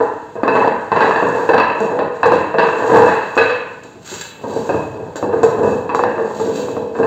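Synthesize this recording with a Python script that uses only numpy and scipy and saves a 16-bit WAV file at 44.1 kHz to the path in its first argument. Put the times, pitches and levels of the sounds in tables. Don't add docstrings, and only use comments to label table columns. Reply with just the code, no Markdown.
import sys
import numpy as np
from scipy import signal
from scipy.fft import rfft, irfft, next_fast_len
from scipy.io import wavfile
from scipy.ndimage import uniform_filter1d, minimum_filter1d

SR = 44100
rng = np.random.default_rng(int(sys.argv[2]) if len(sys.argv) > 2 else 0)


def waveform_to_disk(signal):
    frames = np.transpose(np.atleast_2d(signal))
    scaled = np.clip(frames, -1, 1) * 32767
    samples = np.round(scaled).astype(np.int16)
    wavfile.write(sys.argv[1], SR, samples)


N = 311346

# start in seconds, force in dB, hardness in dB per octave,
# peak height of the stony crack (linear, 0-2), ring in dB before the mix.
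JOINT_KNOCKS = [(0.003, -13.5, -0.5, 0, -43), (0.355, -22.5, -2, 0, -52.5), (0.433, -11.5, 1.3, 0.7, -50),
                (0.479, -13, 4, 1.5, -26.5), (0.553, -8.5, 3, 0, -28.5), (1.11, -24, 7.5, 1, -42),
                (1.16, -13.5, 5, 0, -46), (1.225, -11.5, -0.5, 0, -50), (1.6, -19, 4.5, 0.96, -21.5),
                (1.7, -20, 5.5, 0.19, -38), (1.991, -15.5, 3.5, 0.3, -36.5), (2.231, -13, 6, 0.84, -32.5),
                (2.257, -11.5, -0.5, 1.2, -46), (2.32, -10, 2.4, 1.4, -42), (2.585, -14, 8.5, 0, -27.5),
                (2.688, -28, -1, 0.51, -35), (3.082, -21, 7.5, 0.46, -30), (3.368, -15, -6.5, 0.44, -39),
                (3.377, -13, 9, 0.26, -19.5), (3.44, -34, 11.5, 0, -40), (3.497, -30.5, 13, 0.11, -53),
                (3.956, -39, -12, 0.022, -62), (4.117, -29, -8.5, 0, -54), (4.44, -20.5, -4.5, 0, -63),
                (4.692, -12, -2, 0.1, -33.5), (4.745, -18, -11, 0.22, -46), (4.997, -25, -7.5, 0, -50),
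                (5.157, -23.5, 0.5, 0.054, -42), (5.227, -14, -6, 0.33, -45), (5.328, -18, 0, 0, -52.5),
                (5.432, -9.5, -2.5, 0.38, -44), (5.635, -14, -5.5, 0.13, -37),
                (5.893, -19.5, 4, 0.011, -37.5), (6.181, -27.5, 2, 0.23, -50),
                (6.399, -18, -3.5, 0.22, -55), (6.577, -23.5, -5, 0, -68), (6.685, -26.5, -1.5, 0.16, -49),
                (6.767, -20, -6.5, 0.2, -49), (6.952, -24, 2.5, 0, -50), (6.989, -19, -2.5, 0.084, -50),
                (7.031, -15.5, 0.5, 0.0044, -35)]
# first strike in seconds, force in dB,
# hardness in dB per octave, peak height of the stony crack (linear, 0-2), ring in dB before the mix.
JOINT_CLATTERS = [(0.918, -10.5, 3, 0.05, -33), (1.49, -9.5, 2.5, 0.34, -34),
                  (2.542, -13.5, -0.5, 0.092, -39), (2.974, -15.5, 0, 0.3, -35), (5.948, -16, 0, 0.91, -46)]
# peak in seconds, force in dB, half-length in seconds.
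ROLLING_RUNS = [(0.02, -21.5, 0.053), (0.62, -14, 0.068), (1.03, -15.5, 0.076), (1.29, -15.5, .12),
                (1.87, -16, 0.1), (2.35, -20, .1), (2.87, -11, 0.18), (3.07, -19, 0.05), (3.5, -31.5, 0.16),
                (4.55, -23.5, 0.091), (4.83, -30.5, 0.25), (5.4, -20.5, 0.06), (5.68, -16.5, 0.11),
                (6.07, -22, 0.13), (6.42, -23, 0.25), (7.04, -19.5, 0.089)]
# time in seconds, hardness in dB per octave.
ROLLING_HARDNESS = [(0, 1.5), (1.3, 3.5), (1.9, -2), (2.35, 6.5), (2.9, 1), (3.15, 8), (3.9, -4), (5.7, -5),
                    (6.1, 1), (6.5, -11), (7.05, -5.5)]
# peak in seconds, level in dB before the mix, half-length in seconds.
SAND_SWISHES = [(0.56, -48, 0.073), (1.25, -39.5, 0.25), (2.33, -43.5, 0.06), (2.95, -38.5, 0.24),
                (3.42, -38, 0.058), (4.125, -28.5, 0.053), (4.63, -37, 0.14), (5.66, -38.5, 0.073),
                (6.51, -32, 0.14)]
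# start in seconds, level in dB before the mix.
SPRING_CLINKS = [(1.803, -49), (2.262, -44), (3.355, -47.5), (3.835, -51), (4.064, -56), (4.14, -40.5),
                 (4.212, -34.5), (5.159, -40.5), (5.432, -38), (5.948, -41)]
# frequency in Hz, level in dB relative to the ring.
DISC_PINGS = [(1700, 0), (2620, 1), (3990, -17), (4650, -23.5)]
# frequency in Hz, width in Hz, full lift in dB.
STEEL_MODES = [(106, 9.3, 0), (205.5, 23, 4), (276.4, 22, 3.5), (391, 19, -1.5), (450.7, 34.5, 11.5),
               (490.9, 17.7, 11), (543.4, 39, 5.5), (645.4, 27.4, 9), (876.5, 207, 8.5), (982, 62, 4.5),
               (1106, 26, -1.5), (1285, 72, -1), (1594, 216, 5.5), (1650, 460, 4.5), (2556, 120, 9.5),
               (2625, 60, 12.5), (2736, 94, 10.5), (3944, 130, 12), (4600, 60, 2), (4590, 54, 9),
               (5605, 89, 13.5), (6730, 320, 12), (7350, 200, 16), (9040, 390, 4), (13200, 300, -0.5),
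               (14900, 200, 13.5)]
# frequency in Hz, relative level in dB per Hz.
RIM_COLOUR = [(25, -45), (48, -38), (70, -17), (100, -5.5), (200, -3), (400, 4.5), (600, 0), (750, -3.5),
              (1100, -2.5), (1380, -13), (1800, -13), (2250, -28.5), (3100, -35.5), (4500, -39),
              (5300, -54), (9000, -75), (16000, -103.5)]
# frequency in Hz, relative level in dB per Hz.
SAND_COLOUR = [(60, -30.5), (400, -11), (1400, 7.5), (2500, -1.5), (3300, 5), (4600, 4), (5300, -5.5),
               (6400, 2), (7500, 0), (8400, -4), (8800, -24.5), (11000, -26), (12200, -12), (16000, -17)]
# frequency in Hz, seconds to fall 60 dB.
YARD_RING_ON = [(80, 1), (210, 0.59), (560, 0.59), (1500, 0.78), (2600, 0.84), (4000, 0.36), (10000, 0.44),
                (16000, 0.87)]
# frequency in Hz, relative level in dB per Hz.
BACKGROUND_COLOUR = [(20, -17.5), (60, -5), (110, 7), (300, 4), (1000, -10), (4000, -21.5), (16000, -46.5)]

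CREEP_DB = -44
SWELL_DROP_DB = 4.5
HINGE_HZ, BASS_TILT_SHARE = 600, 0.43
BOUNCE_S, BOUNCE_LOSS_DB, BOUNCE_HARDENS = .0445, 0.84, 1.94
CRACK_HZ, CRACK_T60_S = 1040, .007
SAND_UNDER_RIM_DB, SAND_CREEP_DB = -27.5, -52
PING_SCATTER = .015
THUD_HZ, THUD_DB, THUD_PER_SOFTNESS = 103.3, -26.5, 1.72
SPRING_DIRECT_DB = -7.5
WOBBLES_PER_S = 1.3
CUTOFF_HZ = 15800


def rim(force_db, hardness):
    times, knock_db, knock_hardness, _, _ = strikes()
    bumps = grains(per_s=320, spread_db=4.0) * clumps(depth_db=5.0)
    touches = chatter(len(times), gap_s=.003)
    size = next_fast_len(N + SR // 10)
    hz = np.fft.rfftfreq(size, 1 / SR)
    spectrum = 0
    centres = HINGE_HZ * 2. ** np.arange(-1.5, 3)
    for centre in centres:
        octaves = np.log2(centre / HINGE_HZ)
        octaves = max(octaves, BASS_TILT_SHARE * octaves)
        rolling = bumps * from_db(force_db + hardness * octaves)
        knocking = blows(times, knock_db + knock_hardness * octaves, touches)
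        spectrum = spectrum + rfft(rolling + knocking, size) * octave_share(hz, centre, centres)
    force = irfft(spectrum, size)[:N]
    return convolve(force, body(RIM_COLOUR, ringing=1.0))


def strikes(count=3):
    bounces = []
    for s, db, hardness, crack, ring_db in JOINT_CLATTERS:
        for k in range(count):
            bounces.append((s + k * BOUNCE_S, db - k * BOUNCE_LOSS_DB,
                            hardness + k * BOUNCE_HARDENS, crack, ring_db))
    return np.transpose(bounces + list(JOINT_KNOCKS))


def cracks():
    times, _, _, height, _ = strikes()
    t = np.arange(SR // 20) / SR
    decay = np.exp(-np.log(1000) * t / CRACK_T60_S)
    onset = 1 - np.exp(-t / .0005)
    clack = np.sin(2 * np.pi * CRACK_HZ * t) * decay * onset
    return convolve(impulses(times, height), clack / np.abs(clack).max())


def pings(t60_s):
    t = np.arange(SR // 2) / SR
    out = np.zeros(N + SR)
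    decay = np.exp(-np.log(1000) * t / t60_s)
    for s, force_db, hardness, _, ring_db in strikes().T:
        shift = 1 + PING_SCATTER * rng.standard_normal()
        thud = (THUD_HZ, force_db + THUD_DB - THUD_PER_SOFTNESS * hardness)
        ring = [(hz * shift, ring_db + db) for hz, db in DISC_PINGS]
        start = max(round(s * SR), 0)
        for hz, db in [thud] + ring:
            onset = 1 - np.exp(-hz * t / 2)
            ping = unit_energy(np.sin(2 * np.pi * hz * t) * onset * decay)
            out[start:start + len(t)] += from_db(db) * np.sqrt(SR / 20) * ping
    return out[:N]


def sand(sand_db):
    crushed = grains(per_s=2700, spread_db=5.5) * clumps(depth_db=3.5)
    return convolve(crushed * from_db(sand_db), body(SAND_COLOUR, ringing=0.73))


def spring():
    times, db = np.transpose(SPRING_CLINKS)
    rattles = blows(times, db, chatter(len(times), gap_s=.004))
    return convolve(rattles, body(SAND_COLOUR, ringing=1.0))


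def body(colour, ringing, size=16384):
    hz = np.fft.rfftfreq(size, 1 / SR)
    peaks = sum(lift / (1 + (2 * (hz - f) / width) ** 2) for f, width, lift in STEEL_MODES)
    return unit_energy(causal(at_hz(colour, hz) + ringing * peaks))


def grains(per_s, spread_db):
    heights = from_db(spread_db * np.minimum(rng.exponential(1, N), 4))
    signs = rng.choice([-1, 1], N)
    present = rng.random(N) < per_s / SR
    return unit_energy(heights * signs * present) * np.sqrt(N)


def clumps(depth_db, count=210):
    patches = np.interp(np.arange(N), np.linspace(0, N, count), rng.standard_normal(count))
    return unit_energy(from_db(depth_db * patches)) * np.sqrt(N)


def chatter(events, gap_s, count=5):
    gaps, signs = np.moveaxis(rng.random((events, 2, count)), 1, 0)
    delays = gap_s * 2 * (np.cumsum(gaps, axis=1) - gaps[:, :1])
    shares = unit_energy(from_db(-1.5 * np.arange(count)))
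    return delays, np.sign(signs - .5) * shares


def blows(times, db, touches):
    delays, shares = touches
    heights = from_db(db)[:, None] * shares * np.sqrt(SR / 20)
    return impulses(times[:, None] + delays, heights)


def impulses(times, heights):
    out = np.zeros(N)
    positions = np.clip(np.round(times * SR).astype(int), 0, N - 1)
    np.add.at(out, positions, heights)
    return out


def swells(rows):
    t = np.arange(N) / SR
    power = 0
    for s, db, half in rows:
        bell_db = db - SWELL_DROP_DB * ((t - s) / half) ** 2
        power = power + from_db(np.maximum(bell_db, -200)) ** 2
    return np.sqrt(power)


def circling(x, count=4):
    angle = 2 * np.pi * WOBBLES_PER_S * np.arange(N) / SR
    out = 0
    for k in range(count):
        facing = np.maximum(np.cos(angle - 2 * np.pi * k / count), 0)
        response = uncoloured(yard(direct_share=0.12, build_up_s=0.00035))
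        out = out + convolve(x * facing, response)
    return out


def yard(direct_share, build_up_s):
    t = np.arange(SR) / SR
    hz = np.fft.rfftfreq(SR, 1 / SR)
    centres = 80 * 2. ** np.arange(9)
    white = rfft(rng.standard_normal(SR))
    tail = 0
    for centre in centres:
        band = irfft(white * octave_share(hz, centre, centres), SR)
        tail = tail + band * from_db(-60 * t / at_hz(YARD_RING_ON, centre))
    share = np.clip(direct_share, .01, .9)
    response = np.sqrt(1 - share) * unit_energy(tail * (1 - np.exp(-t / build_up_s)))
    response[0] += np.sqrt(share)
    return response


def uncoloured(response, size=25):
    power = uniform_filter1d(np.abs(rfft(response)) ** 2, size)
    correction = causal(-10 * np.log10(power + 1e-9))
    return unit_energy(signal.fftconvolve(response, correction)[:len(response)])


def background():
    return convolve(rng.standard_normal(N), body(BACKGROUND_COLOUR, ringing=0))


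def causal(db):
    cepstrum = irfft(np.log(from_db(db)))
    half = len(cepstrum) // 2
    cepstrum[1:half] *= 2
    cepstrum[half + 1:] = 0
    return irfft(np.exp(rfft(cepstrum)))[:half]


def octave_share(hz, centre_hz, centres):
    return at_hz(np.c_[centres, centres == centre_hz], hz)


def at_hz(points, hz):
    table_hz, values = np.array(points).T
    return np.interp(np.log(np.maximum(hz, 1)), np.log(table_hz), values)


def in_time(rows):
    s, values = np.transpose(rows)
    return np.interp(np.arange(N) / SR, s, values)


def convolve(x, response):
    return signal.fftconvolve(x, response)[:N]


def unit_energy(x):
    return x / np.sqrt(np.sum(x ** 2) + 1e-20)


def from_db(db):
    return 10 ** (np.asarray(db) / 20)


def to_db(gain):
    return 20 * np.log10(gain)


def scene():
    force = np.hypot(swells(ROLLING_RUNS), from_db(CREEP_DB))
    crushing = force * from_db(SAND_UNDER_RIM_DB)
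    drag = np.sqrt(swells(SAND_SWISHES) ** 2 + crushing ** 2 + from_db(SAND_CREEP_DB) ** 2)
    clinks = spring()

    stool = rim(to_db(force), in_time(ROLLING_HARDNESS))
    stool = stool + from_db(-3.5) * sand(to_db(drag))
    stool = stool + from_db(4) * clinks
    stool = stool + from_db(-2) * pings(t60_s=0.072)

    straight = cracks() + from_db(SPRING_DIRECT_DB) * clinks + from_db(-9.5) * pings(t60_s=0.71)
    return (circling(stool) + straight + from_db(-45.5) * background())[None]


def record(dry):
    hold = SR // 700
    gain = np.minimum(1, 1.15 / (np.abs(dry) + 1e-9))
    gain = minimum_filter1d(gain, 2 * hold)
    gain = uniform_filter1d(uniform_filter1d(gain, hold), hold)
    bass_cut = signal.butter(2, 32, "high", fs=SR, output="sos")
    treble_cut = signal.ellip(10, .1, 80, CUTOFF_HZ, fs=SR, output="sos")
    limited = signal.sosfilt(bass_cut, dry * gain)
    return signal.sosfilt(treble_cut, np.clip(limited, -1, 1))


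dry = scene()
out = record(dry)
waveform_to_disk(out)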